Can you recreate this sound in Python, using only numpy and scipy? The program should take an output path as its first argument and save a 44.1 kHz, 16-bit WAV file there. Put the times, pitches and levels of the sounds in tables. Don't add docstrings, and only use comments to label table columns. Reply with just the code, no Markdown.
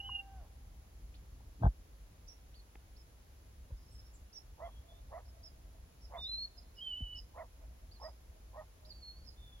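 import sys
import numpy as np
from scipy import signal
from scipy.fft import rfft, irfft
from scipy.io import wavfile
from scipy.ndimage import uniform_filter1d

SR = 44100
rng = np.random.default_rng(int(sys.argv[2]) if len(sys.argv) > 2 else 0)


def master_out(mix):
    frames = np.transpose(np.atleast_2d(mix))
    ceiling = np.clip(frames, -1, 1)
    pcm = np.round(ceiling * 32767).astype(np.int16)
    wavfile.write(sys.argv[1], SR, pcm)


N = 423360

# (frequency [Hz], relative level [dB])
THROAT = [(250, -51), (430, -12.5), (560, 1.5), (680, 3), (950, 0), (1190, -1.5), (1350, -15.5),
          (1580, -17), (1880, -11), (2080, -18.5), (2350, -27), (3000, -67)]
# (frequency [Hz], 60 dB decay time [s])
FIELD = [(300, 1.6), (680, 3.1), (1200, 0.25), (2000, 0.49), (5000, 1.4), (9000, 2)]
# (frequency [Hz], 60 dB decay time [s])
BRANCHES = [(3000, 0.22), (8000, 0.15)]


def gain_of(db):
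    return 10 ** (np.asarray(db) / 20)


def evened(x):
    return x / np.sqrt(np.mean(x ** 2) + 1e-20)


def read(points, hz):
    f, value = np.transpose(points)
    return np.interp(np.log(hz + 1), np.log(f + 1), value)


def add(mix, s, sound):
    part = mix[:, max(round(s * SR), 0):][:, :sound.shape[1]]
    part += sound[:, :part.shape[1]]


def coloured(x, spectrum):
    weight = gain_of(read(spectrum, np.fft.rfftfreq(len(x), 1 / SR)))
    return evened(irfft(rfft(x) * weight, len(x)))


def wander(size, rate_hz):
    hz = np.fft.rfftfreq(size + SR, 1 / SR)
    noise = rng.standard_normal(size + SR)
    return evened(irfft(rfft(noise) * np.exp(-(hz / rate_hz) ** 2)))[:size]


def phase_of(hz):
    return 2 * np.pi * np.cumsum(hz) / SR


def bell(t, width):
    return np.exp(-(t / width) ** 2)


def gate(t, attack, release):
    ramp = np.minimum((t - t[0]) / attack, (t[-1] - t) / release)
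    return np.sin(np.pi / 2 * np.clip(ramp, 0, 1)) ** 2


def place(x, pan_db, lead=0):
    left = (signal.hilbert(x) * np.exp(1j * lead)).real
    return np.array([left * gain_of(pan_db / 2), x * gain_of(-pan_db / 2)])


def echoes(x, t60s):
    taps = rng.standard_normal((2, SR)) * (rng.random((2, SR)) < .05)
    hz, t, z = signal.stft(taps, SR, nperseg=256)
    decay = gain_of(-60 * t / read(t60s, hz)[:, None])
    tail = signal.istft(z * decay, SR, nperseg=256)[1]
    tail = tail / np.linalg.norm(tail, axis=1)[:, None]
    return signal.fftconvolve(x, tail, axes=1)[:, :N]


def bass_cut(x, hz, order):
    sos = signal.butter(order, hz, "highpass", fs=SR, output="sos")
    return signal.sosfilt(sos, x + 1e-12 * rng.standard_normal(len(x)))


def howl(overtone_db=-17, overtone_swell_db=4, jitter=0.0092, breath_db=-19, swell_s=0.36,
         swell_db=2, collapse_db=30):
    level_db, length_s, release_s = -62.5, 0.486, 0.048
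    start_hz, sag_hz_per_s = 809, 100
    drop_hz, drop_at_s, drop_width_s = 193.6, .412, 0.0137
    t = np.arange(0, length_s, 1 / SR)
    drop = drop_hz / (1 + np.exp((drop_at_s - t) / drop_width_s))
    pitch = start_hz - sag_hz_per_s * t - drop
    sag = 1 - pitch / start_hz
    push = bell(t - swell_s, 0.072)
    phase = phase_of(pitch * (1 + (jitter + 0.099 * sag) * wander(len(t), 150)))
    overtone = gain_of(overtone_db + overtone_swell_db * push) * np.sin(2 * phase)
    hoarse = gain_of(breath_db + 72 * sag) * coloured(rng.standard_normal(len(t)), THROAT)
    effort = gain_of(level_db + swell_db * push - collapse_db * sag)
    effort = effort * np.sqrt(gate(t, 0.0011, release_s))
    return place(effort * (np.sqrt(2) * (np.sin(phase) + overtone) + hoarse), -2)


def coyote(echo_db=-27, far_db=-24, far_s=0.21, flicker_db=4):
    # (centre [s], length of the voiced core [s], pitch [Hz], half-line share, voice level [dB],
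    #  rasp level [dB], lead-in level [dB], decay of the rasp [s])
    yip_rows = [(4.646, 0.061, 683, 0.15, -46, -46.5, -56, 0.038),
                (5.160, 0.041, 682, 0.22, -46.5, -48, -61, 0.04),
                (6.16, 0.051, 685, 0.6, -47.5, -48, -63, .039),
                (7.403, 0.0536, 648, .55, -47, -48.5, -58, 0.036),
                (8.060, 0.039, 640, .1, -47.5, -49.5, -54.5, 0.036),
                (8.592, .04, 622, .05, -48.5, -49.5, -57.5, 0.034)]
    first_rise, rise_fade_s = 0.0502, 2.27
    howl_echo_db = -12
    out, forest = np.zeros((2, 2, N))
    add(out, 0, howl())
    out = out + gain_of(howl_echo_db) * echoes(out, FIELD)
    for s, *shape in yip_rows:
        rise = first_rise * np.exp(-(s - yip_rows[0][0]) / rise_fade_s)
        add(out, s - 1 / 8, yip(*shape, rise))
    add(forest, far_s, echoes(out, FIELD))
    late = gain_of(echo_db) * echoes(out, FIELD) + gain_of(far_db) * forest
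    return out + late * gain_of(flicker_db * wander(N, 16))


def whistle(hz, db, waver=0.0042, flutter_db=1.88, flutter_hz=67):
    phase = phase_of(hz * (1 + waver * wander(len(hz), 78)))
    level = gain_of(db + flutter_db * wander(len(hz), flutter_hz))
    return np.sqrt(2) * np.sin(phase) * level * signal.windows.tukey(len(hz), .04)


def whistlers(scatter_db=-19, echo_db=-26, far_scatter_db=-5, far_echo_db=-16):
    # (time [s], pitch [Hz], level midway between the ports [dB])
    curves = [
        [(0.0, 2776, -40), (0.02, 2880, -58.5), (0.048, 2950, -48), (0.074, 2994, -51), (0.104, 2880, -50.5),
         (0.118, 2846, -43.5), (0.138, 2866, -49), (0.154, 2820, -43), (0.186, 2820, -48.5),
         (0.205, 2775, -44.5), (0.236, 2800, -86)],
        [(6.16, 3416, -75), (6.19, 3606, -54.5), (6.26, 3607, -46.5), (6.278, 4000, -48.5), (6.344, 4105, -43),
         (6.376, 4107, -49), (6.386, 4207, -43.5), (6.434, 4340, -45), (6.454, 4261, -45.5), (6.466, 4336, -67),
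         (6.478, 4310, -57), (6.49, 4330, -70)],
        [(6.76, 2940, -72), (6.792, 2940, -55), (6.804, 2920, -51), (6.822, 3213, -47), (6.912, 3000, -45),
         (6.924, 2930, -45.5), (6.958, 2940, -46), (6.968, 3033, -44.5), (6.992, 3020, -47), (7.01, 3015, -48),
         (7.03, 3010, -50), (7.074, 2943, -48), (7.1, 2940, -54.5), (7.138, 2996, -49.5), (7.146, 2867, -53.5),
         (7.17, 2985, -49.5), (7.192, 2947, -56.5), (7.21, 3020, -82)],
        [(8.93, 4640, -72), (8.95, 4560, -66.5), (9.016, 4460, -68.5), (9.03, 4340, -56.5),
         (9.106, 4310, -53.5), (9.134, 4320, -69), (9.16, 4420, -68), (9.24, 4480, -77)],
    ]
    # (left-right level [dB], left port's lead [rad])
    places = [(-3, -0.99), (-1, 1.6), (-3.5, 0.79), (-4, 1.1)]
    # (time [s], length [s], start pitch [Hz], end pitch [Hz], level [dB],
    #  left-right level [dB], flutter [dB])
    far_notes = [(3.76, .09, 5100, 5030, -78, -6, 0), (3.85, .19, 5320, 5300, -71, -6, 4.5),
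                 (4.045, 0.045, 5440, 5360, -71, -6, 2), (4.642, .04, 3260, 3250, -69, 1, 1),
                 (4.688, .145, 3320, 3290, -75, -1, 2.5), (4.88, .056, 3440, 3480, -69, 0, -2),
                 (4.926, .085, 3510, 3610, -77, -2, 1), (9.205, 0.16, 4430, 4430, -75, -2, 3),
                 (9.358, 0.13, 3570, 3510, -72, -3, -1), (9.394, 0.19, 3595, 3406, -67, -2, 1),
                 (9.572, 0.033, 3470, 3150, -70, -1, 1)]
    trunk_delay_s, trunk_db, trunk_lead = .045, -14.5, -0.97
    near, far = np.zeros((2, 2, N))
    for curve, (pan_db, lead) in zip(curves, places):
        s, hz, db = np.transpose(curve)
        t = np.arange(s[0], s[-1], 1 / SR)
        note = whistle(np.interp(t, s, hz), np.interp(t, s, db))
        add(near, s[0], place(note, pan_db, lead) / np.cos(lead / 2))
        bounce = place(note * gate(t, .01, 0.16), pan_db, trunk_lead)
        add(near, s[0] + trunk_delay_s, bounce * gain_of(trunk_db))
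    for s, length, start_hz, end_hz, db, pan_db, flutter_db in far_notes:
        pitch = np.linspace(start_hz, end_hz, round(length * SR))
        note = whistle(pitch, db, waver=.009, flutter_db=flutter_db, flutter_hz=50)
        add(far, s, place(note * signal.windows.tukey(len(pitch), .4), pan_db, 2.06))
    scatter = echoes(gain_of(scatter_db) * near + gain_of(far_scatter_db) * far, BRANCHES)
    return near + far + scatter + echoes(gain_of(echo_db) * near + gain_of(far_echo_db) * far, FIELD)


def background(swell_db=2.0):
    # (frequency [Hz], relative level per hertz [dB])
    rumble_spectrum = [(12, -37), (20, -16), (42, 1.5), (59, 5.5), (72, -2), (139, -17), (350, -31),
                       (460, -59), (770, -120)]
    # (time [s], level [dB])
    rumble_level = [(0.0, -54.5), (0.8, -52.5), (1.45, -51), (1.85, -56), (3.2, -57.5), (3.85, -53.5),
                    (4.25, -56.5), (4.8, -55.5), (5.2, -55), (5.8, -54.5), (7.2, -55), (8.75, -56.5),
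                    (9.3, -53), (9.6, -55.5)]
    # (frequency [Hz], relative level per hertz [dB])
    air_spectrum = [(120, -6), (250, -3.5), (500, -5), (800, -9.5), (1300, -14), (3000, -17.5),
                    (7000, -19.5), (8600, -32), (10000, -18.5), (11500, -18), (13500, -29), (15800, -22)]
    # (frequency [Hz], left-right correlation)
    likeness = [(100, -0.089), (300, 0.75), (700, -0.0078), (1500, -0.13), (4000, 0.082), (9000, -0.34),
                (12000, 0.081)]
    air_db = -69
    s, db = np.transpose(rumble_level)
    level_db = np.interp(np.arange(N) / SR, s, db) + swell_db * wander(N, 6.8)
    rumble = gain_of(level_db) * coloured(rng.standard_normal(N), rumble_spectrum)
    same = np.clip(read(likeness, np.fft.rfftfreq(N, 1 / SR)), -.9, 1)
    mid, side = (coloured(rng.standard_normal(N), air_spectrum) for _ in range(2))
    side = irfft(rfft(side) * np.sqrt((1 - same) / (1 + same)), N)
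    return rumble + gain_of(air_db) * np.array([mid + side, mid - side])


def through_case(x):
    delay_s, tilt_db_per_khz = 0.00026, 6.5
    hz = np.fft.rfftfreq(N, 1 / SR)
    tilt = gain_of(tilt_db_per_khz * np.minimum(hz / 1000, 1) / 2)
    left = tilt * np.exp(-2j * np.pi * hz * delay_s)
    return irfft(rfft(x) * np.array([left, 1 / tilt]), N)


def handling(cut_hz=41.6, rub_db=-40.5, rub_s=1.653, rub_length=0.026):
    # (time [s], click level [dB], push level [dB], push width [s])
    bumps = [(0.085, -68, -37, 0.004), (1.406, -55, -65, 0.00091), (1.6093, -53, -28.5, 0.0019),
             (1.6255, -44, -62, .001), (1.616, -55, -24.5, 0.0024), (1.634, -28.5, -14, 0.0022),
             (1.654, -25, -13, 0.0024), (1.6642, -32, -22, 0.0036), (1.674, -38, -40, .002),
             (2.755, -49.5, -47.5, 0.00057), (3.706, -66, -28.5, 0.0036), (7.008, -59, -27.5, 0.0033)]
    # (frequency [Hz], relative level [dB], 60 dB decay time [s])
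    modes = [(327, 5, .03), (687, 9, 0.058), (820, 26.5, 0.023), (1070, 9, 0.012), (1570, -4, 0.017)]
    # (frequency [Hz], relative level per hertz [dB])
    rub_spectrum = [(120, -26), (250, -9), (350, -0.5), (500, -16), (680, 7.5), (850, -8.5), (1000, -3),
                    (1360, -17), (1600, -6.5), (1950, -45), (2800, -51), (3450, -30.5), (4500, -63)]
    push_lag_widths = 4.37
    touch_db, touch_s = -19.5, 0.0011
    shudder_s, shudder_length_s, shudder_db, shudder_hz = 1.64, 0.036, -43.5, 326
    sway_hz, sway_q, sway_share = 43, 1.3, 0.23
    t, ring_t = np.arange(N) / SR, np.arange(SR // 10) / SR
    ring = sum(gain_of(db - 60 * ring_t / t60) * np.sin(2 * np.pi * hz * ring_t) for hz, db, t60 in modes)
    ring = signal.sosfilt(signal.butter(8, 1750, fs=SR, output="sos"), ring)
    push, case = np.zeros(N), np.zeros((1, N))
    for s, click_db, push_db, width in bumps:
        touch = gain_of(touch_db) * bell(t - s, touch_s)
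        press = bell(t - s - push_lag_widths * width, width)
        push += gain_of(push_db) * (touch + press)
        add(case, s, gain_of(click_db) * ring[None] / abs(ring).max())
    push += gain_of(shudder_db) * wander(N, shudder_hz) * bell(t - shudder_s, shudder_length_s)
    rub = gain_of(rub_db) * coloured(rng.standard_normal(N), rub_spectrum)
    rub = rub * np.exp(-((t - rub_s) / rub_length) ** 6)
    push = push + sway_share * signal.lfilter(*signal.iirpeak(sway_hz, sway_q, fs=SR), push)
    return through_case(case + rub) - bass_cut(push, cut_hz, order=6)


def ticks():
    # (centre [s], frequency [Hz], width of the wavering [Hz], level [dB], length [s], left-right level [dB])
    pips = [(0.0954, 925, 100, -42, 0.0032, 5), (.093, 1350, 250, -57, 0.0026, 9),
            (1.626, 1500, 400, -49.5, 0.0014, 4.4), (2.756, 1700, 805, -54.5, 0.002, -1),
            (2.755, 3600, 1500, -67, 0.0016, 4.4), (3.7102, 572, 80, -56.5, 0.0046, 0),
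            (3.711, 1005, 160, -67, 0.0053, 3), (7.011, 190.4, 60, -47, .005, 4),
            (7.013, 660, 80, -64, .008, 2)]
    t, out = np.arange(-SR // 20, SR // 20) / SR, np.zeros((2, N))
    for s, hz, width_hz, db, length, pan_db in pips:
        pitch = hz + width_hz / 2 * wander(len(t), width_hz)
        pip = np.sin(phase_of(pitch)) * bell(t, length)
        add(out, s - 1 / 20, place(gain_of(db) * pip, pan_db))
    return out


def reflected(x, shortest_s=.002, longest_s=.01, bounce_db=-9, bounce_pan_db=-6, count=4):
    out = np.pad(x, ((0, 0), (0, SR // 20)))
    delays = rng.uniform(shortest_s, longest_s, count)
    leads = rng.uniform(-np.pi, np.pi, count)
    for delay, lead in zip(delays, leads):
        bounce = place(x[1], bounce_pan_db, lead) * gain_of(bounce_pan_db / 2)
        add(out, delay, gain_of(bounce_db) * bounce)
    return out / np.sqrt(1 + count * gain_of(bounce_db) ** 2)


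def chippers(echo_db=-25, buzz=0.012):
    # (time [s], top pitch [Hz], level [dB], left-right level [dB],
    #  share of the power scattered by branches [0-1], kind)
    calls = [(1.141, 5080, -67.5, -2, 0.14, "sweep"), (2.273, 5900, -55.5, -9, 0.16, "burr"),
             (2.54, 4810, -63, -2, 0, "bow"), (2.962, 5610, -64.5, -11, 0.03, "arch"),
             (3.914, 8820, -67, 1, .5, "squeak"), (4.131, 7750, -59, 0, 0.5, "squeak"),
             (4.328, 5895, -49.5, -8.5, 0.1, "chip"), (5.253, 5530, -69, -5.5, 0, "arch"),
             (5.429, 5500, -52, -4, 0.06, "chip"), (6.004, 5580, -61.5, -5, 0.38, "chip"),
             (6.199, 5570, -57, -7, 0.37, "chip"), (6.563, 5350, -58.5, -10, 0.12, "peep"),
             (6.745, 5370, -63.5, -11, 0.2, "chip"), (7.15, 5430, -52.5, -10, 0.18, "chip"),
             (7.909, 5030, -63, -2, 0.1, "hoop"), (8.001, 5582, -50, -6.5, 0.16, "drop"),
             (8.848, 5310, -57, -5, 0.1, "slur"), (9.238, 5560, -55.5, -10, 0.07, "drop")]
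    kinds = {"chip": [(0, .82, -12.5), (.011, 1, -11.5), (.024, 0.96, -8.5), (.032, 1, -4.5),
             (.039, .925, -1.5), (.051, .915, -2.5), (.06, .9, -27)], "burr": [(0, .79, -11),
             (.006, .89, -11), (.011, 0.99, -3.5), (.028, 0.95, -1), (.036, .96, -7), (.043, .91, -3),
             (.049, .99, -7), (.057, .93, -9), (.062, .98, -12)], "drop": [(0, .88, -19), (.02, 0.96, -17),
             (.031, .97, -10), (.037, .92, -7), (.049, .9, -0.5), (.063, .9, -10), (.077, .9, -18)],
             "bow": [(0, 0.47, -1), (.008, .88, -2), (.022, 0.97, -1), (.04, 0.9, -6), (.062, .905, -0.5),
             (.07, .88, -6)], "arch": [(0, 0.73, -6), (.008, .92, -3), (.019, 0.99, -8), (.032, 0.94, -6),
             (.047, .93, -1), (.061, .9, -15)], "slur": [(0, .66, -8), (.008, .9, -5.5), (.022, 0.99, -14),
             (.04, 0.95, -10), (.055, .9, 2.5), (.075, 0.794, 1), (.085, 0.72, -12)],
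             "hoop": [(0, .72, -14), (.007, .87, 1), (.018, .94, -1), (.028, 1, -7), (.04, .91, -3),
             (.05, .86, -4), (.067, 0.835, -5)], "peep": [(0, 0.93, -21), (.014, .98, -11),
             (.022, .935, -0.5), (.036, .93, -8)], "squeak": [(0, .86, -10), (.008, 0.93, -1), (.017, 1, 0),
             (.024, .95, -5), (.032, .83, -2)], "sweep": [(0, 0.42, 2), (.008, 0.81, 2), (.021, 1, -2)]}
    direct, scattered = np.zeros((2, 2, N))
    for s, hz, db, pan_db, blur, kind in calls:
        at, bend, swell_db = np.transpose(kinds[kind])
        t, blur = np.arange(0, at[-1], 1 / SR), np.clip(blur, 0, 1)
        pitch = hz * np.interp(t, at, bend) * (1 + buzz * wander(len(t), 410))
        note = whistle(pitch, db + np.interp(t, at, swell_db))
        call = reflected(place(note, pan_db, 1.9))
        add(direct, s, np.sqrt(1 - blur) * call)
        add(scattered, s, np.sqrt(blur) * call)
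    return direct + echoes(scattered, BRANCHES) + gain_of(echo_db) * echoes(direct, FIELD)


def chaos(size, throat):
    beating = 1 + .9 * np.cos(phase_of(150 + 40 * wander(size, 80)))
    x = coloured(rng.standard_normal(size) * beating, throat)
    return x / np.sqrt((uniform_filter1d(x ** 2, size=800) + .3) / 1.3)


def yip(length, pitch_hz, half, voice_db, rasp_db, lead_db, end_s, rise, arch=.11, lead_s=0.039,
        onset_s=0.032, onset_width_s=.026, creak_db=-17, creak_s=0.034, shimmer_db=1.4):
    # (time from the centre [s], scale of the throat's resonances)
    mouth = [(-.08, .82), (-.04, .92), (-.015, .99), (.02, 1.04), (.045, 1.01), (.08, 0.86)]
    # (frequency [Hz], relative level [dB])
    lead_in = [(600, -40), (900, -3.5), (1070, -0.5), (1160, -2), (1400, -51)]
    # (frequency [Hz], left-right level [dB])
    sides = [(650, -5), (850, -2), (1200, -0.5), (2000, -2.5)]
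    t = np.arange(-SR // 8, SR // 8) / SR
    core = np.exp(-abs(2 * t / length) ** 3)
    bend = rise * np.tanh(2 * t / length) - arch * np.tanh((t / 0.03715) ** 2)
    hz = pitch_hz * (1 + bend)
    jitter = .012 + .055 * half + .04 * (1 - core)
    phase = phase_of(hz * (1 + jitter * wander(len(t), 120)))
    lines = [(1, 1), (2, .55), (3, (1.05 + 1.1 * half) * core),
             (1.5, half), (2.5, .55 * half * core), (3.5, 1.1 * half * core)]
    voice = np.zeros(len(t))
    for k, size in lines:
        line_db = read(THROAT, k * hz) + (k - 1) * shimmer_db * wander(len(t), 90)
        voice += size * gain_of(line_db) * np.sin(k * phase + 2 * np.pi * rng.random())
    voice = evened(voice) * (core + gain_of(creak_db) * bell(t + creak_s, 0.013))
    mouth_t = np.cumsum(np.interp(t, *np.transpose(mouth))) / SR + t[0]
    rasp = np.interp(mouth_t, t, chaos(len(t), THROAT))
    thin = np.interp(mouth_t, t, chaos(len(t), lead_in))
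    effort = np.exp(-abs(t / np.where(t < 0, lead_s, end_s)) ** 2.2)
    dull = signal.sosfiltfilt(signal.butter(6, 1500, fs=SR, output="sos"), rasp)
    rasp = (dull + (rasp - dull) * np.sqrt(effort)) * effort * (1 - (.86 - .65 * half) * core)
    noise = gain_of(rasp_db) * rasp + gain_of(lead_db) * thin * bell(t + onset_s, onset_width_s)
    ports = place(gain_of(voice_db) * voice, 0, .8) + place(noise, 0, 1.1)
    sides_db = read(sides, np.fft.rfftfreq(len(t), 1 / SR))
    return irfft(rfft(ports) * gain_of([sides_db / 2, -sides_db / 2]), len(t))


def scene():
    return coyote() + whistlers() + chippers() + handling() + ticks() + background()


def record(dry, mismatch_hz=9):
    edge_hz = 16000
    ports = np.array([dry[0], bass_cut(dry[1], mismatch_hz, order=1)])
    low_pass = signal.firwin(511, edge_hz, window=("kaiser", 9), fs=SR)
    return signal.oaconvolve(ports, low_pass[None], "same")


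dry = scene()
out = record(dry)
master_out(out)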